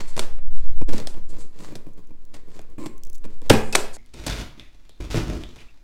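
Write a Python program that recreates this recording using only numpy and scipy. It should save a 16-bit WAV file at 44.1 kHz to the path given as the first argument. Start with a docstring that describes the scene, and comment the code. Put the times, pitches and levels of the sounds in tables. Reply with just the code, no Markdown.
"""In a tiled room, stirred air buffets the microphone while hands fumble on a big cardboard box.
Snips bite through its taut plastic strap: crunching noise bursts, with knocks of the box's ringing modes.
The strap ticks and creaks in stick-slip jerks, snaps at 3.5 s, and its loose end whips down and rings.
After a jump in time a knife squeaks and slits the tape along the lid in two strokes of several pulls;
torn tape is coloured random clicks, and coarser clicks drum the hollow box under it."""
import sys
import numpy as np
from scipy import signal
from scipy.io import wavfile
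from scipy.ndimage import uniform_filter1d

SR = 44100
rng = np.random.default_rng(int(sys.argv[2]) if len(sys.argv) > 2 else 0)


def to_wav(s):
    """Save 16-bit WAV."""
    ch = np.atleast_2d(s).T  # columns
    pcm = np.round(np.clip(ch, -1, 1) * 32767)  # PCM
    wavfile.write(sys.argv[1], SR, pcm.astype(np.int16))


N = 257103
TIME = np.arange(N) / SR
JUMP_S = 3.97  # jump in time from strap to knife
# In all tables, levels are those before the trims in the functions; spectra are relative.


def amp(db):
    """Linear gain of a level in dB."""
    return 10 ** (np.asarray(db) / 20)


def evened(x):
    """Scales a steady sound to an RMS of 1."""
    return x / np.sqrt(np.mean(x ** 2) + 1e-20)


def unit(x):
    """Scales a short sound to the energy of 25 ms at full level."""
    return x * np.sqrt(SR / 40 / (np.sum(x ** 2) + 1e-20))


def read(points, hz):
    """Reads a curve of (f, value) points along a logarithmic frequency axis."""
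    f, value = np.transpose(points)
    return np.interp(np.log(hz + 1), np.log(f + 1), value)


def level(rows):
    """Rows of (t, dB) as a gain curve, silent outside them."""
    t, db = np.transpose(rows)
    return amp(np.interp(TIME, t, db)) * (TIME >= t[0]) * (TIME <= t[-1])


def add(mix, start_s, sound):
    """Lays a sound into the mix in place, cut off at the end."""
    part = mix[max(round(start_s * SR), 0):][:len(sound)]
    part += sound[:len(part)]


def through(x, response):
    """Passes a sound through an impulse response, keeping its length."""
    return signal.oaconvolve(x, response)[:len(x)]


def colour(points, size=4096):
    """Causal (minimum-phase) impulse response with the given spectrum."""
    hz = abs(np.fft.fftfreq(size, 1 / SR))
    log_gain = np.log(amp(read(points, hz)))
    spectrum = np.exp(np.conj(signal.hilbert(log_gain)))
    return np.fft.ifft(spectrum).real[:size // 2]


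def ring(hz, t60, size=22050):
    """A resonance: a sine that falls by 60 dB in t60 seconds."""
    t = TIME[:size]
    return np.sin(2 * np.pi * hz * t) * np.exp(-np.log(1000) * t / t60)


def slips(per_s, spread_db, hiss):
    """Stick and slip: random clicks of uneven size over a smooth hiss."""
    uneven_db = spread_db * np.minimum(rng.exponential(1, N), 4)
    sizes = amp(uneven_db) * rng.choice([-1, 1], N)
    clicks = evened(sizes * (rng.random(N) < per_s / SR))
    return evened(clicks + hiss * rng.standard_normal(N))


def waver(depth_db, per_s):
    """A gain wandering around 1, drawn anew per_s times a second."""
    return amp(depth_db * np.interp(TIME * per_s, np.arange(N), rng.standard_normal(N)))


def arches(rows, roundness, axis=2):
    """Each move speeds up and slows down again; its peak dB is in the given column."""
    out = np.zeros(N)
    for row in rows:
        progress = np.arange(0, row[1], 1 / SR) / row[1]
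        add(out, row[0], amp(row[axis]) * abs(np.sin(np.pi * progress)) ** roundness)
    return out


# quiet noise of the room: f/Hz, density/dB per Hz
ROOM_FLOOR = [(20, -2), (50, 12.5), (90, -6.5), (300, -10.5), (700, -19), (2000, -25), (6000, -33.5),
              (16000, -33.5)]
# air on the microphone: f/Hz, density/dB per Hz
GUST = [(8, -4), (18, 6.5), (30, 0), (50, -7.5), (80, -25.5), (140, -35.5), (400, -81)]
# sweeps of the arm that buffet the microphone: start t/s, length t/s, level/dB
ARM_SWEEPS = [(0, 0.82, -31.5), (.46, 0.52, -23.5), (.9, 0.62, -35), (2.95, 0.98, -38), (5.08, 1, -52)]
DRAUGHT_DB, LATE_DRAUGHT_DB = -46, -48  # stirred air before and after the jump in time


def air(floor_db=-63, gust_db=-2, heave_db=22, late_heave_db=8):
    """Quiet room noise; stirred air and arm sweeps add low flutter and a pressure heave below hearing."""
    floor = evened(through(rng.standard_normal(N), colour(ROOM_FLOOR)))
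    flutter = evened(through(rng.standard_normal(N), colour(GUST, size=16384)))
    heave_hz = 5 * waver(depth_db=2, per_s=7)
    heave = np.sin(2 * np.pi * np.cumsum(heave_hz) / SR)
    early = TIME < JUMP_S
    stirred = amp(np.where(early, DRAUGHT_DB, LATE_DRAUGHT_DB))
    draught = uniform_filter1d(np.hypot(arches(ARM_SWEEPS, roundness=0.37), stirred), size=1500)
    height = np.minimum(amp(np.where(early, heave_db, late_heave_db)) * draught, .7)
    height = uniform_filter1d(height, size=4000)
    return amp(floor_db) * floor + amp(gust_db) * draught * flutter + height * heave


# fingers bumping the box: f/Hz, density/dB per Hz
BUMP = [(50, -8), (130, -0.5), (200, -3.5), (300, -1.5), (430, -6), (600, -11), (800, -27.5), (1050, -16),
        (1500, -38), (3000, -40)]
# rustle of rubbed board: f/Hz, density/dB per Hz
RUB = [(300, -4.5), (700, 5), (1050, 5.5), (1400, 1.5), (2100, 3), (3200, -1.5), (4300, 0), (5800, -5),
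       (7500, -3), (10000, -17), (16000, -24)]
# strap sliding over board: f/Hz, density/dB per Hz
SLIDE = [(1000, -27.5), (2500, -14), (4400, 1.5), (5600, -1), (7500, 7), (9200, 1), (11500, -8.5),
         (16000, -27)]
# a hand shifts its grip on the lid: start t/s, length t/s, box rumble level/dB, rustle level/dB
GRIP_SHIFTS = [(0, 0.021, -27, -34), (.05, 0.14, -51, -48.5), (.21, 0.047, -40, -41),
               (.5, 0.29, -53.5, -56.5), (.875, 0.16, -35.5, -43.5), (1.135, 0.069, -41, -56),
               (1.28, 0.18, -45, -54), (1.52, 0.24, -43.5, -52.5), (1.862, 0.035, -44, -81),
               (1.96, 0.054, -47, -62), (2.335, 0.037, -39.5, -46), (2.38, 0.13, -53.5, -69),
               (2.49, 0.17, -46.5, -57), (2.78, 0.079, -41, -53.5), (3.235, 0.029, -42.5, -55.5),
               (3.29, 0.062, -51, -60), (3.41, 0.1, -43, -55.5), (3.77, .07, -35.5, -56.5)]
# the smooth strap slides over the board: start t/s, length t/s, hiss level/dB
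STRAP_SLIDES = [(.06, 0.065, -49), (.163, 0.067, -42.5), (.94, 0.051, -51), (1.06, 0.073, -51.5),
                (1.28, 0.046, -52.5), (1.37, .08, -51), (1.56, 0.15, -55), (2.52, 0.068, -61),
                (3.53, 0.24, -51.5), (3.755, 0.077, -36.5), (3.922, 0.053, -42)]
HELD_RUMBLE_DB, HELD_RUSTLE_DB = -57.5, -70  # hands never quite still while they hold the snips


def handling(rumble_db=-3, rustle_db=-2, slide_db=-1):
    """Fingers and strap drag over the board: sparse bumps in the box, a fine rustle and a smooth hiss."""
    grip = waver(depth_db=3, per_s=45)
    bumps = slips(per_s=60, spread_db=1.0, hiss=0.63)
    rumble = evened(through(bumps * grip, colour(BUMP)))
    fibres = slips(per_s=450, spread_db=4, hiss=.9)
    rustle = evened(through(fibres * grip, colour(RUB)))
    smooth_slips = slips(per_s=2700, spread_db=-2.5, hiss=1.0)
    slide = evened(through(smooth_slips, colour(SLIDE)))
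    holding = TIME < JUMP_S
    press = np.hypot(arches(GRIP_SHIFTS, roundness=0.45), amp(HELD_RUMBLE_DB) * holding)
    drag = np.hypot(arches(GRIP_SHIFTS, roundness=0.65, axis=3), amp(HELD_RUSTLE_DB) * holding)
    sliding = arches(STRAP_SLIDES, roundness=1.7)
    return amp(rumble_db) * press * rumble + amp(rustle_db) * drag * rustle + amp(slide_db) * sliding * slide


# decay of the tiled room: f/Hz, t60/s
ROOM_T60 = [(100, 0.45), (400, 0.38), (1500, 0.51), (4000, 0.4), (8000, 0.3), (16000, 0.45)]


def room(x, build_s=0.0051):
    """Diffuse tail of the tiled room: noise that builds up, each band dying at its own speed."""
    hz, t, z = signal.stft(rng.standard_normal(SR), SR, nperseg=256)
    decay = np.exp(-np.log(1000) * t / read(ROOM_T60, hz)[:, None])
    tail = signal.istft(z * decay, SR, nperseg=256)[1][:SR]
    tail = tail * (1 - np.exp(-(TIME[:SR] / build_s) ** 2))
    return through(x, tail / np.linalg.norm(tail))


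# reflections from lid, body and floor: delay t/s, linear gain
NEAR_ECHOES = [(.0036, 0.097), (.0049, 0.05), (.0063, .14), (0.011, 0.071)]


def near_echoes(x):
    """First reflections from the surfaces around the hands."""
    out = x.copy()
    for delay_s, gain in NEAR_ECHOES:
        add(out, delay_s, gain * x)
    return out


# modes of the hollow box, damped further while the panel is struck: f/Hz, level/dB, t60/s
BOX_MODES = [(121.5, 7, 0.71), (179, 4, 0.47), (219.6, 7.5, 0.71), (249, 9.5, 0.9), (299, 11.5, 0.057),
             (357, 5, 0.2), (438, -3.5, 0.74), (513, -9.5, 0.34), (550, -23.5, 1), (690, -14, 0.36),
             (816, -23, 0.069), (925, -6.5, 0.24), (986, -19.5, 0.22), (1390, -22, .45), (1670, -29.5, .25),
             (1810, -24, 0.6), (2400, -13.5, 0.27), (3400, -39.5, 0.37)]


def box_knock(damp_s=0.0083, ring_db=-24, give_s=0.00015, crush_db=-7, crush_s=.007):
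    """The panel gives, heavily damped, with a dull crush of its flutes; the hollow box rings on weakly."""
    t = TIME[:SR // 2]
    modes = sum((-1) ** k * amp(db) * ring(hz, t60) for k, (hz, db, t60) in enumerate(BOX_MODES))
    damping = np.exp(-t / damp_s) + amp(ring_db)
    panel = unit(modes * damping * (1 - np.exp(-t / give_s)))
    crush = unit(through(rng.standard_normal(len(t)) * np.exp(-t / crush_s), colour(BUMP)))
    return unit(panel + amp(crush_db) * crush)


# clack of the board: f/Hz, density/dB per Hz
CLACK = [(150, -9.5), (450, 11.5), (800, 3.5), (1250, -4), (1600, -2.5), (2150, -5.5), (2700, -6.5),
         (4000, -18), (9000, -48)]
# crack of the plastic: f/Hz, density/dB per Hz
CRACK = [(800, -14.5), (2400, -11), (3400, 7), (4600, 7), (5500, 6.5), (6500, 2.5), (8100, 4.5),
         (10000, -2), (13000, -9), (16000, -19.5)]
# blows of strap, snips and knife on the box:
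# t/s, box knock level/dB, board clack level/dB, plastic crack level/dB, crunch decay to 1/e t/ms
BLOWS = [(0.1661, -32, -40, -43, 3.5), (0.1774, -63, -33.5, -43, 3.1), (0.1931, -37.5, -28.5, -29, 2.4),
         (0.3866, -65, -54, -84, 6.6), (0.8151, -26, -50, -60.5, 1.7), (0.88, -32, -54, -52, 6.9),
         (0.8905, -32, -38.5, -48.5, 6.2), (0.9324, -69, -49, -45, 4), (0.936, -26, -40, -50.5, 11),
         (0.9802, -63, -40, -43, 4.3), (1, -49, -39.5, -47.5, 3), (1.072, -72, -39, -37.5, 2.2),
         (1.1428, -44, -50, -70, 3.7), (1.17, -42, -67, -81, 2), (1.589, -47, -73, -59, 2),
         (1.7202, -38.5, -82, -78, 1), (1.7544, -37.5, -44, -45.5, 6), (1.8659, -41.5, -65, -86, 3),
         (2.1068, -45.5, -88, -94, 1.6), (2.3421, -46.5, -48.5, -51, 11), (2.5925, -46, -45.5, -57, 1.6),
         (2.782, -32.5, -53, -77, 9), (2.8601, -35.5, -43, -46.5, 6.6), (3.2423, -41.5, -49, -59.5, 3),
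         (3.2518, -38.5, -49, -58, 4), (3.418, -40.5, -53, -59, 0.83), (3.4976, -20.5, -27, -24.5, 3.2),
         (3.5003, -12, -15.5, -21, 0.72), (3.5027, -6, -10, -23.5, 2.3), (3.512, -18.5, -19.5, -30, 29),
         (3.53, -16.5, -22.5, -34.5, 60), (3.7265, -41.5, -52, -37, 2.6), (3.7291, -46, -36, -37.5, 9),
         (3.7502, -33, -36, -26, 3.9), (3.753, -29, -15, -24.5, 0.9), (3.756, -42.5, -28, -21, 1.7),
         (3.967, -57, -49.5, -64, 0.91), (4.0615, -80, -75, -66.5, 0.59), (4.1406, -41, -73, -53.5, 0.84),
         (4.2654, -30, -35.5, -33.5, 9), (4.5966, -59, -62, -59, 1.9), (4.8938, -58, -58.5, -59.5, 2),
         (5.1442, -23.5, -28.5, -52, 1.4), (5.436, -49, -59, -57, 2.8), (5.5669, -73, -60, -77, 3.7)]


def blows(knock_db=-2, clack_db=-1, crack_db=0,
          knock_room_db=-7, clack_room_db=-7, crack_room_db=-11, bite_db=-10, size=4096):
    """Each blow is a bite and a short crunch in board and plastic that also knocks the box.
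    The room gathers sound from all sides, so it is fed the materials' smooth spectra."""
    direct, feed, t = np.zeros(N), np.zeros(N), TIME[:size]
    clack, crack = colour(CLACK), colour(CRACK)
    bite = unit(1.0 * (t == 0))  # a single-sample click
    for s, low_db, mid_db, high_db, ms in BLOWS:
        box = amp(low_db + knock_db) * box_knock()
        add(direct, s, box)
        add(feed, s, amp(knock_room_db) * box)
        board = clack, mid_db + clack_db, clack_room_db
        plastic = crack, high_db + crack_db, crack_room_db
        for material, db, send_db in (board, plastic):
            crunch = unit(rng.standard_normal(size) * np.exp(-t * 1000 / max(ms, .1)))
            contact = crunch + amp(bite_db) * bite
            add(direct, s, amp(db) * unit(through(contact, material)))
            add(feed, s, amp(db + send_db) * unit(material))
    return near_echoes(direct), feed


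# brief dips of the level: start t/s, length t/s
DIPS = [(0.75, 0.033), (0.83, 0.052)]
DIP_DB = -39


def dips():
    """The level dips briefly, with soft edges."""
    inside = sum((TIME > s) & (TIME < s + length) for s, length in DIPS)
    return amp(DIP_DB * uniform_filter1d(inside.astype(float), size=256))


# a thin dry tick: f/Hz, density/dB per Hz
TICK_COLOUR = [(1200, -35), (2500, -7.5), (4800, -5.5), (6100, 6.5), (7500, 4), (9300, -3.5), (11300, 1),
               (13000, -6), (16000, 0.5)]
# ticks as the strap strains: t/s, level/dB
STRAIN_TICKS = [(1.9346, -67), (2.0728, -68.5), (2.252, -63), (2.6164, -62), (2.701, -69), (2.98, -59),
                (3.0355, -48), (3.051, -55), (3.07, -55.5), (3.0992, -52.5), (3.131, -53.5), (3.147, -54),
                (3.153, -53.5), (3.159, -57), (3.182, -61.5)]


def ticks(decay_s=0.00096, size=2048):
    """Straining plastic lets go in tiny dry clicks with almost no weight: short coloured noise bursts."""
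    out, tick = np.zeros(N), colour(TICK_COLOUR)
    for s, db in STRAIN_TICKS:
        burst = rng.standard_normal(size) * np.exp(-TIME[:size] / decay_s)
        add(out, s, amp(db) * unit(through(burst, tick)))
    return out


# resonances of the snips and the taut strap: f/Hz, level/dB, t60/s
JAW_MODES = [(308, 11.5, 0.041), (1070, 3.5, 0.032), (1470, -11.5, .003), (2210, 2, 0.01),
             (4130, -5, 0.0066), (5400, -24, .005), (7550, 2.5, .007), (8220, -7, 0.024)]
# jaws creaking through the plastic: t/s, level/dB
CREAK_LEVEL = [(2.778, -66), (2.786, -42), (2.812, -47), (2.828, -38.5), (2.852, -42), (2.866, -27),
               (2.876, -40.5), (2.90, -77.5)]


def creak():
    """Quick slips of the jaws ring the snips and the taut strap."""
    jaws = sum(amp(db) * ring(hz, t60) for hz, db, t60 in JAW_MODES)
    jerks = slips(per_s=350, spread_db=2.5, hiss=.25)
    return level(CREAK_LEVEL) * evened(through(jerks, jaws))


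# brief rings of the free strap and the blade: t/s, f/Hz, level/dB, t60/s
FREE_RINGS = [(3.7305, 2580, -24, 0.061), (4.3095, 3650, -24.5, .02), (4.323, 3540, -27, 0.025),
              (4.5971, 3540, -26.5, 0.007), (5.437, 3080, -23, 0.0034)]


def rings():
    """Strap and blade flick free and ring for a moment, each a single decaying sine."""
    out = np.zeros(N)
    for s, hz, db, t60 in FREE_RINGS:
        add(out, s, amp(db) * ring(hz, t60))
    return out


CUT_ATTACK_S, CUT_RELEASE_S = 0.0023, .018


def pull(length, sag_db_per_s):
    """The blade bites at once, changes force steadily as it travels (a positive sag loses), and lets go."""
    t = TIME[:SR // 2]
    release = np.exp(-np.maximum(t - length, 0) / CUT_RELEASE_S)
    return np.minimum(t / CUT_ATTACK_S, 1) * amp(-sag_db_per_s * t) * release


# the blade squeaks faintly on the tape: start t/s, length t/s, level/dB, f/Hz, blur width f/Hz
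SQUEAKS = [(3.966, 0.11, -61, 2120, 160), (4.597, 0.1, -55.5, 2310, 512), (4.891, 0.087, -62, 3690, 715),
           (5.437, .08, -53, 3480, 382), (5.581, 0.041, -51.5, 2500, 704), (5.684, 0.011, -58, 2550, 291.4)]


def squeak(sag_db_per_s=80):
    """A blurred whistle of steel gliding on plastic, fading as the blade travels."""
    out = np.zeros(N)
    for s, length, db, hz, width_hz in SQUEAKS:
        force = pull(length, sag_db_per_s)
        size = len(force)
        t = TIME[:size]
        noise = rng.standard_normal(size) + 1j * rng.standard_normal(size)
        fuzz = np.interp(2 * width_hz * t, np.arange(size), noise)  # slow noise blurs the tone
        whistle = evened((fuzz * np.exp(2j * np.pi * hz * t)).real)
        add(out, s, amp(db) * force * whistle)
    return out


# tearing tape: f/Hz, density/dB per Hz
SLIT = [(200, 7.5), (600, 3), (900, 3), (1300, -0.5), (2400, 3), (3000, 0), (3500, 2), (4600, -1),
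        (6500, -2.5), (9000, -11), (12000, -16.5), (16000, -24)]
# drumming lid: f/Hz, density/dB per Hz
DRUM = [(25, 2), (45, 14.5), (70, 5.5), (120, 2), (210, -5), (330, -0.5), (480, -16), (600, -10.5),
        (800, -23.5), (1300, -23), (3000, -58)]
# pulls of the knife: start t/s, length t/s, box drumming level/dB, tearing level/dB, sag/dB per s
KNIFE_PULLS = [(4.135, 0.17, -45, -46.5, -23), (4.262, 0.14, -32, -34, 25),
               (4.575, 0.068, -52.5, -57, 62.5), (5.001, 0.042, -34.5, -43, 20),
               (5.101, 0.042, -32, -30.5, 13), (5.152, 0.086, -19, -34, 130), (5.27, 0.1, -24, -38, 99),
               (5.398, 0.16, -47.5, -50.5, 77), (5.558, 0.068, -59.5, -51.5, 60)]
GLIDE_DRUM_DB, GLIDE_TEAR_DB = -65.5, -65.5  # the knife hand moving between pulls


def knife(drum_db=0, tear_db=-3.0):
    """The blade tears the tape in tiny jerks; the coarser ones drum the lid."""
    grip = waver(depth_db=3.5, per_s=130)
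    jerks = slips(per_s=1600, spread_db=4.5, hiss=.55)
    tear = evened(through(jerks * grip, colour(SLIT)))
    coarse_jerks = slips(per_s=540, spread_db=1.5, hiss=0.27)
    drum = evened(through(coarse_jerks * grip, colour(DRUM)))
    after = TIME > JUMP_S
    drumming, tearing = amp(GLIDE_DRUM_DB) * after, amp(GLIDE_TEAR_DB) * after
    for s, length, low_db, high_db, sag in KNIFE_PULLS:
        force = pull(length, sag)
        add(drumming, s, amp(low_db) * force)
        add(tearing, s, amp(high_db) * force)
    return amp(drum_db) * drumming * drum + amp(tear_db) * tearing * tear


def scene(hands_room_db=-5, snips_room_db=-8, ticks_room_db=-16, knife_room_db=-1):
    """Sources sound directly, and all but squeak and air also feed the room; the dips spare the air."""
    direct, blow_send = blows()
    hands, snips, strain, blade = handling(), creak() + rings(), ticks(), knife()
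    snips_send = amp(snips_room_db) * snips + amp(ticks_room_db) * strain
    sends = blow_send, amp(hands_room_db) * hands, snips_send, amp(knife_room_db) * blade
    before = TIME < JUMP_S  # the ring of the room stops dead at the jump in time
    wet = sum(room(send * before) * before + room(send * ~before) for send in sends)
    sound = direct + hands + snips + strain + blade + squeak() + wet
    return (sound * dips() + air())[None]


EDGE_HZ = 16100  # upper band limit


def record(dry, ceiling=1.0):
    """The snap overloads the microphone, which rounds peaks near its ceiling; then the band limit."""
    clipped = dry / (1 + (dry / ceiling) ** 8) ** (1 / 8)
    lowpass = signal.firwin(255, EDGE_HZ, window=("kaiser", 8), fs=SR)
    return signal.oaconvolve(clipped, lowpass[None], "same")


dry = scene()
out = record(dry)
to_wav(out)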